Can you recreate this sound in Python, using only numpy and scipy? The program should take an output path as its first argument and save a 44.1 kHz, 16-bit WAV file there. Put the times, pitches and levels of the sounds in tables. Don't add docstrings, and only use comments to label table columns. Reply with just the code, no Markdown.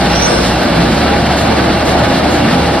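import sys
import numpy as np
from scipy import signal
from scipy.fft import rfft, irfft, next_fast_len
from scipy.io import wavfile
from scipy.ndimage import uniform_filter1d, minimum_filter1d, map_coordinates

SR = 44100
rng = np.random.default_rng(int(sys.argv[2]) if len(sys.argv) > 2 else 0)


def to_wav(sig):
    pcm = np.clip(np.atleast_2d(sig), -1, 1) * 32767
    pcm = np.round(pcm).astype(np.int16)
    wavfile.write(sys.argv[1], SR, pcm.T)


N = 123479

CYCLE_HZ, CYLINDERS = 7.66, 16
SIDES = np.array([[.5], [-.5]])

# (frequency [Hz], relative level [dB])
LOW_EXHAUST_SPECTRUM = [(15,-42),(30,-25),(39,-13),(51,-18),(85,-10),(120,-3),(175,-.5),(215,-1.5),(280,-14),(600,-40),(2000,-120)]
UPPER_EXHAUST_SPECTRUM = [(40,-66),(120,-10),(190,-13),(225,-0.5),(290,2),(345,1),(410,-5),(700,-54),(2000,-24),(6000,-120)]
# (frequency [Hz], likeness [0 to 1])
EXHAUST_LIKENESS = [(150,.99),(500,.96)]
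# (time [s], low exhaust [dB], upper exhaust [dB], engine room [dB])
ENGINE_GAINS = [(0,-17.5,-17.5,-17),(0.25,-19.5,-23,-16.5),(0.55,-19,-19,-17),(0.85,-15.5,-17.5,-16.5),(1.05,-21.5,-17,-17),(1.25,-16.5,-18.5,-15),(1.45,-17.5,-20,-16),(1.62,-19,-15.5,-15),(1.8,-18,-17.5,-16),(2.05,-16.5,-17.5,-13),(2.25,-20.5,-17.5,-14.5),(2.45,-16,-16.5,-15),(2.8,-20.5,-20,-16.5)]
# (peak time [s], pitch [Hz], level [dB])
PIPE_BEATS = [(.14,177,-16),(.34,350,-19),(.8,172,-14),(.94,166,-23),(1.37,170,-18.5),(1.45,220,-16.5),(2.12,269,-15.5),(2.28,294,-21),(2.43,294,-16.5),(2.46,226,-16.5),(2.55,258,-18)]
# (time [s], pitch [Hz], level [dB])
DEEP_BOOM = [(0,62,-23),(.15,61.4,-20.5),(.24,64,-22),(.3,63.4,-38),(.38,62.3,-18.5),(.47,61.2,-22.5),(.58,63.6,-20),(.66,64.4,-32.5),(.78,60.4,-20),(.92,61,-23),(1.0,72.8,-20),(1.62,72.15,-22),(2.05,72.1,-22),(2.17,72.6,-28),(2.27,73.2,-20.5),(2.4,75,-23),(2.52,76,-31.5),(2.62,73,-19.5),(2.8,72.9,-26)]
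# (pitch [times the cycle rate], level [dB])
HUM_TONES = [(19,-32),(22,-31),(24,-27.5),(29,-32),(32,-34),(34,-32),(36,-32),(40,-33),(42,-35)]
# (frequency [Hz], relative level [dB])
ROOM_SPECTRUM = [(40,-90),(200,-9.5),(400,-17.5),(520,-3.5),(660,2),(830,0.2),(930,-5.5),(1050,-9),(1500,-12.5),(3000,-27.5),(7000,-36.5),(12000,-120)]
# (pitch [Hz], level [dB])
GEAR_WHINES = [(476.3,-31.5),(508.6,-35),(952.8,-38)]
# (time [s], level [dB])
SWELLING_WHINE = [(0,-22),(.13,-27),(.25,-42),(.85,-32),(1.08,-25),(1.17,-19.5),(1.32,-37),(1.62,-33),(1.8,-24),(2.0,-28.5),(2.6,-29),(2.8,-24.5)]
# (time [s], roar [dB], hiss [dB])
WHEEL_GAINS = [(0,-17,-24),(0.4,-19.5,-23.8),(0.7,-18.5,-26),(1.3,-18.5,-26.5),(2,-21,-27),(2.8,-19.5,-26.5)]
# (frequency [Hz], relative level [dB])
ROAR_SPECTRUM = [(40,-74),(300,-15.5),(900,-7),(1250,0.5),(1520,1.5),(1900,-0.5),(2450,-4.5),(2780,-3),(3100,-7.5),(5000,-9),(8000,-65),(14000,-90)]
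HISS_SPECTRUM = [(300,-70),(1500,-42),(3000,-1.5),(3600,0),(4000,1),(4190,1.5),(4400,0.5),(4900,-5),(5600,-4),(6500,-10),(8500,-10),(11000,-16),(14000,-24),(15300,-38)]
# (frequency [Hz], likeness [0 to 1])
HISS_LIKENESS = [(3000,0.47),(5000,0.23),(6500,0.92),(8000,0.47),(11000,0.27),(15000,0.32)]
# (peak time [s], boost [dB])
WHEEL_JOLTS = [(.11,1),(.46,1),(.64,1),(.83,1.5),(1.0,1.5),(1.32,0.5),(1.42,1),(1.58,2),(1.72,1.1),(1.91,2.5),(2.04,1.3),(2.16,3),(2.35,1),(2.52,3),(2.63,0.9)]
# (pitch [Hz], nominal width [Hz], relative level [dB])
STEEL_NOTES = [(248.7,12,-1.5),(443.6,20.7,5),(492.7,57,2),(559,23,7),(587,19,4),(726,19,-8),(894,17,-1),(968,85,-6.5),(1170,42,-1.5),(1490,52,-3),(1720,28,-19),(2207,63,-7.5),(2348,54,-8),(2834,64,-9),(3476,58,-12.5),(4164,62,-10.5)]
# (peak time [s], pitch [Hz], level [dB])
WHEEL_RINGS = [(.12,2745,-28),(.17,3299,-31),(.54,2740,-27.5),(.64,1550,-24.5),(.97,4420,-34),(1.07,1330,-23),(1.6,1527,-25),(1.78,2740,-29.5),(2.15,4424,-29.5),(2.42,2820,-29)]
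# (start [s], peak [s], end [s], start pitch [Hz], end pitch [Hz],
# width [Hz], level [dB], left minus right [dB])
SQUEAL_BANDS = [(0.08,0.21,.35,5540,6080,260,-21.5,-4),(.13,0.3,.58,8000,8650,800,-26,0),(.03,0.3,0.6,5500,5300,800,-23,-1.5),(.6,0.635,0.68,12600,12600,300,-35,0)]
# (time [s], pitch [Hz], level [dB])
SQUEAL_CORE = [(.1,5600,-55),(.16,5720,-29),(.21,5830,-26),(.25,5970,-16),(.28,6040,-27),(.34,6100,-80)]
# (start time [s], level [dB])
HISS_SURGES = [(.42,-31),(.895,-33),(1.355,-30),(1.84,-31),(2.295,-30.5)]
# (frequency [Hz], relative level [dB])
SURGE_SPECTRUM = [(3000,-25),(5000,1),(7000,4),(10000,-4),(13000,-8),(15500,-14)]
# (frequency [Hz], lead [radians])
MIC_LEAD = [(2900,0),(3500,.3),(4200,.8),(5200,1.95),(6000,3.0),(6500,3.14)]
# (frequency [Hz], left minus right [dB])
MIC_PAN = [(2600,0),(3500,-2.6),(4200,-4.4),(5000,-4.4),(6200,0),(7000,.6),(9500,4.2),(15000,2.6)]


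def exhaust(cycle, spectrum, spread_db=3, jitter_s=0.00037, pipe_fade_s=0.13, throb=0.23):
    fired = np.flatnonzero(np.diff(np.floor(cycle * CYLINDERS)))
    strengths = amp(spread_db * rng.standard_normal(CYLINDERS))
    sizes = strengths[np.arange(len(fired)) % CYLINDERS]
    late = jitter_s * SR * rng.standard_normal(N)[fired]
    starts = np.clip(fired + late, 0, N - 1).astype(int)
    pulses = np.bincount(starts, sizes - sizes.mean(), N)
    t = np.arange(SR // 4) / SR
    pipe = rng.standard_normal(len(t)) * amp(-60 * t / pipe_fade_s)
    ringing = signal.fftconvolve(pulses, pipe)[:N]
    notes = unit(filtered(ringing, lambda hz: amp(along(spectrum, hz))))
    puffs = shaped_noise(spectrum, EXHAUST_LIKENESS, 1 + throb * np.cos(2 * np.pi * 2 * cycle))
    return amp(-5.5) * notes + amp(-2) * puffs


def brief_rings(rows, width_s, waver_hz):
    return sum(swell(peak, width_s) * tone(turns_of(hz + waver_hz * wobble(30.02)), db)
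               for peak, hz, db in rows)


def boom_and_hum(cycle, waver_db=2):
    boom_hz, boom_db = curves(DEEP_BOOM)
    hum = sum(tone(multiple * cycle, db + waver_db * wobble(3.68)) for multiple, db in HUM_TONES)
    return tone(turns_of(boom_hz), boom_db) + hum


def engine_room(cycle, clatter=0.016):
    pulsing = 1 + clatter * np.cos(2 * np.pi * CYLINDERS * cycle)
    likeness = [(600, 1.0), (1000, 0.73)]
    return amp(-0.5 + 1.23 * wobble(39.88)) * shaped_noise(ROOM_SPECTRUM, likeness, pulsing)


def whines(swelling_hz=812, waver_hz=0.96, waver_db=2):
    whine = lambda hz, db: tone(turns_of(hz + waver_hz * wobble(11.8)), db)
    swelling = whine(swelling_hz, *curves(SWELLING_WHINE))
    return swelling + sum(whine(hz, db + waver_db * wobble(5.87)) for hz, db in GEAR_WHINES)


def wheels(judder_db=0.77, ring_db=-19.5):
    roar_db, hiss_db = curves(WHEEL_GAINS)
    jolts_db = sum(db * swell(peak, width_s=0.032) for peak, db in WHEEL_JOLTS)
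    shake_db = jolts_db + judder_db * unit(np.gradient(wobble(39.87)))
    roar_gain = amp(roar_db - 2 + shake_db + 1.2 * wobble(70))
    roar = roar_gain * shaped_noise(ROAR_SPECTRUM, likeness=[(1300, 1.0), (3000, 0.95)])
    hiss = amp(hiss_db + shake_db + 0.46 * wobble(44.8)) * shaped_noise(HISS_SPECTRUM, HISS_LIKENESS)
    steel = lambda f: sum(amp(db) * (1j * f * width / (hz * hz - f * f + 1j * f * width)) ** 2
                          for hz, width, db in STEEL_NOTES)
    ring = unit(filtered(rng.standard_normal((2, N)), steel))
    return roar + hiss + amp(ring_db + 2.1 * wobble(8.12)) * ring


def flange_squeal(stereo_spread=0.47, waver_hz=60, rough_db=3, core_pan_db=-4, lead_turns=-.08):
    t = np.arange(N) / SR
    bands = np.zeros((2, N))
    for start, peak, end, from_hz, to_hz, width, db, pan_db in SQUEAL_BANDS:
        noise = rng.standard_normal(N) + stereo_spread * rng.standard_normal((2, N))
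        flutter = unit(filtered(noise, lambda hz: 1 / (1 + (2 * hz / width) ** 2)))
        pitch_hz = np.interp(t, [start, end], [from_hz, to_hz])
        band = flutter * tone(turns_of(pitch_hz), db + SIDES * pan_db)
        bands += np.interp(t, [start, peak, end], [0, 1, 0]) * band
    core_hz, core_db = curves(SQUEAL_CORE)
    turns = turns_of(core_hz + waver_hz * wobble(251)) + SIDES * lead_turns
    return bands + tone(turns, core_db + rough_db * wobble(149) + SIDES * core_pan_db)


def hiss_surges(rise_s=0.018, hold_s=0.037, fall_s=0.073):
    t = np.arange(N) / SR
    corners = np.cumsum([0, rise_s, hold_s, fall_s])
    bursts = sum(amp(db) * np.interp(t - start, corners, [0, 1, 1, 0]) for start, db in HISS_SURGES)
    return bursts * shaped_noise(SURGE_SPECTRUM, HISS_LIKENESS)


def amp(db):
    return 10 ** (np.asarray(db) / 20)


def unit(x):
    return x / np.sqrt(np.mean(x ** 2) + 1e-20)


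def along(points, hz):
    frequencies, values = np.transpose(points)
    return np.interp(np.log(hz + 1), np.log(frequencies + 1), values)


def curves(rows):
    times, *columns = np.transpose(rows)
    return [np.interp(np.arange(N) / SR, times, column) for column in columns]


def wobble(rate):
    return map_coordinates(rng.standard_normal(4096), [np.arange(N) * rate / SR + 2], mode="mirror")


def swell(peak, width_s):
    return np.exp(-.5 * ((np.arange(N) / SR - peak) / width_s) ** 2)


def turns_of(hz):
    return np.cumsum(hz) / SR


def tone(turns, db):
    return np.sqrt(2) * amp(db) * np.sin(2 * np.pi * (turns + rng.random()))


def filtered(x, response):
    size = next_fast_len(N + SR // 2)
    return irfft(rfft(x, size) * response(np.fft.rfftfreq(size, 1 / SR)), size)[..., :N]


def shaped_noise(spectrum, likeness, pulsing=1):
    def colour(hz):
        angle = np.arccos(np.clip(along(likeness, hz), -1, 1)) / 2
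        return amp(along(spectrum, hz)) * [np.cos(angle), np.sin(angle)]
    mid, side = filtered(pulsing * rng.standard_normal((2, N)), colour)
    return unit(np.array([mid + side, mid - side]))


def scene(speed_drift=.0015):
    cycle = turns_of(CYCLE_HZ * (1 + speed_drift * wobble(2)))
    low_db, upper_db, room_db = curves(ENGINE_GAINS)
    engine = amp(low_db) * exhaust(cycle, LOW_EXHAUST_SPECTRUM)
    engine += amp(upper_db) * exhaust(cycle, UPPER_EXHAUST_SPECTRUM)
    engine += brief_rings(PIPE_BEATS, width_s=0.032, waver_hz=3)
    engine += amp(room_db) * engine_room(cycle) + boom_and_hum(cycle) + whines()
    rolling = wheels() + brief_rings(WHEEL_RINGS, width_s=0.021, waver_hz=6)
    return engine + rolling + hiss_surges() + flange_squeal()


def record(dry, ceiling=.98, hold_s=.002, top_hz=15500):
    mics = lambda hz: amp(SIDES * along(MIC_PAN, hz)) * np.exp(1j * SIDES * along(MIC_LEAD, hz))
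    heard = filtered(dry, mics)
    window = int(hold_s * SR) | 1
    needed_gain = ceiling / np.maximum(np.abs(heard).max(axis=0), ceiling)
    smooth_gain = uniform_filter1d(minimum_filter1d(needed_gain, window), window)
    return filtered(heard * smooth_gain, lambda hz: hz < top_hz)


dry = scene()
out = record(dry)
to_wav(out)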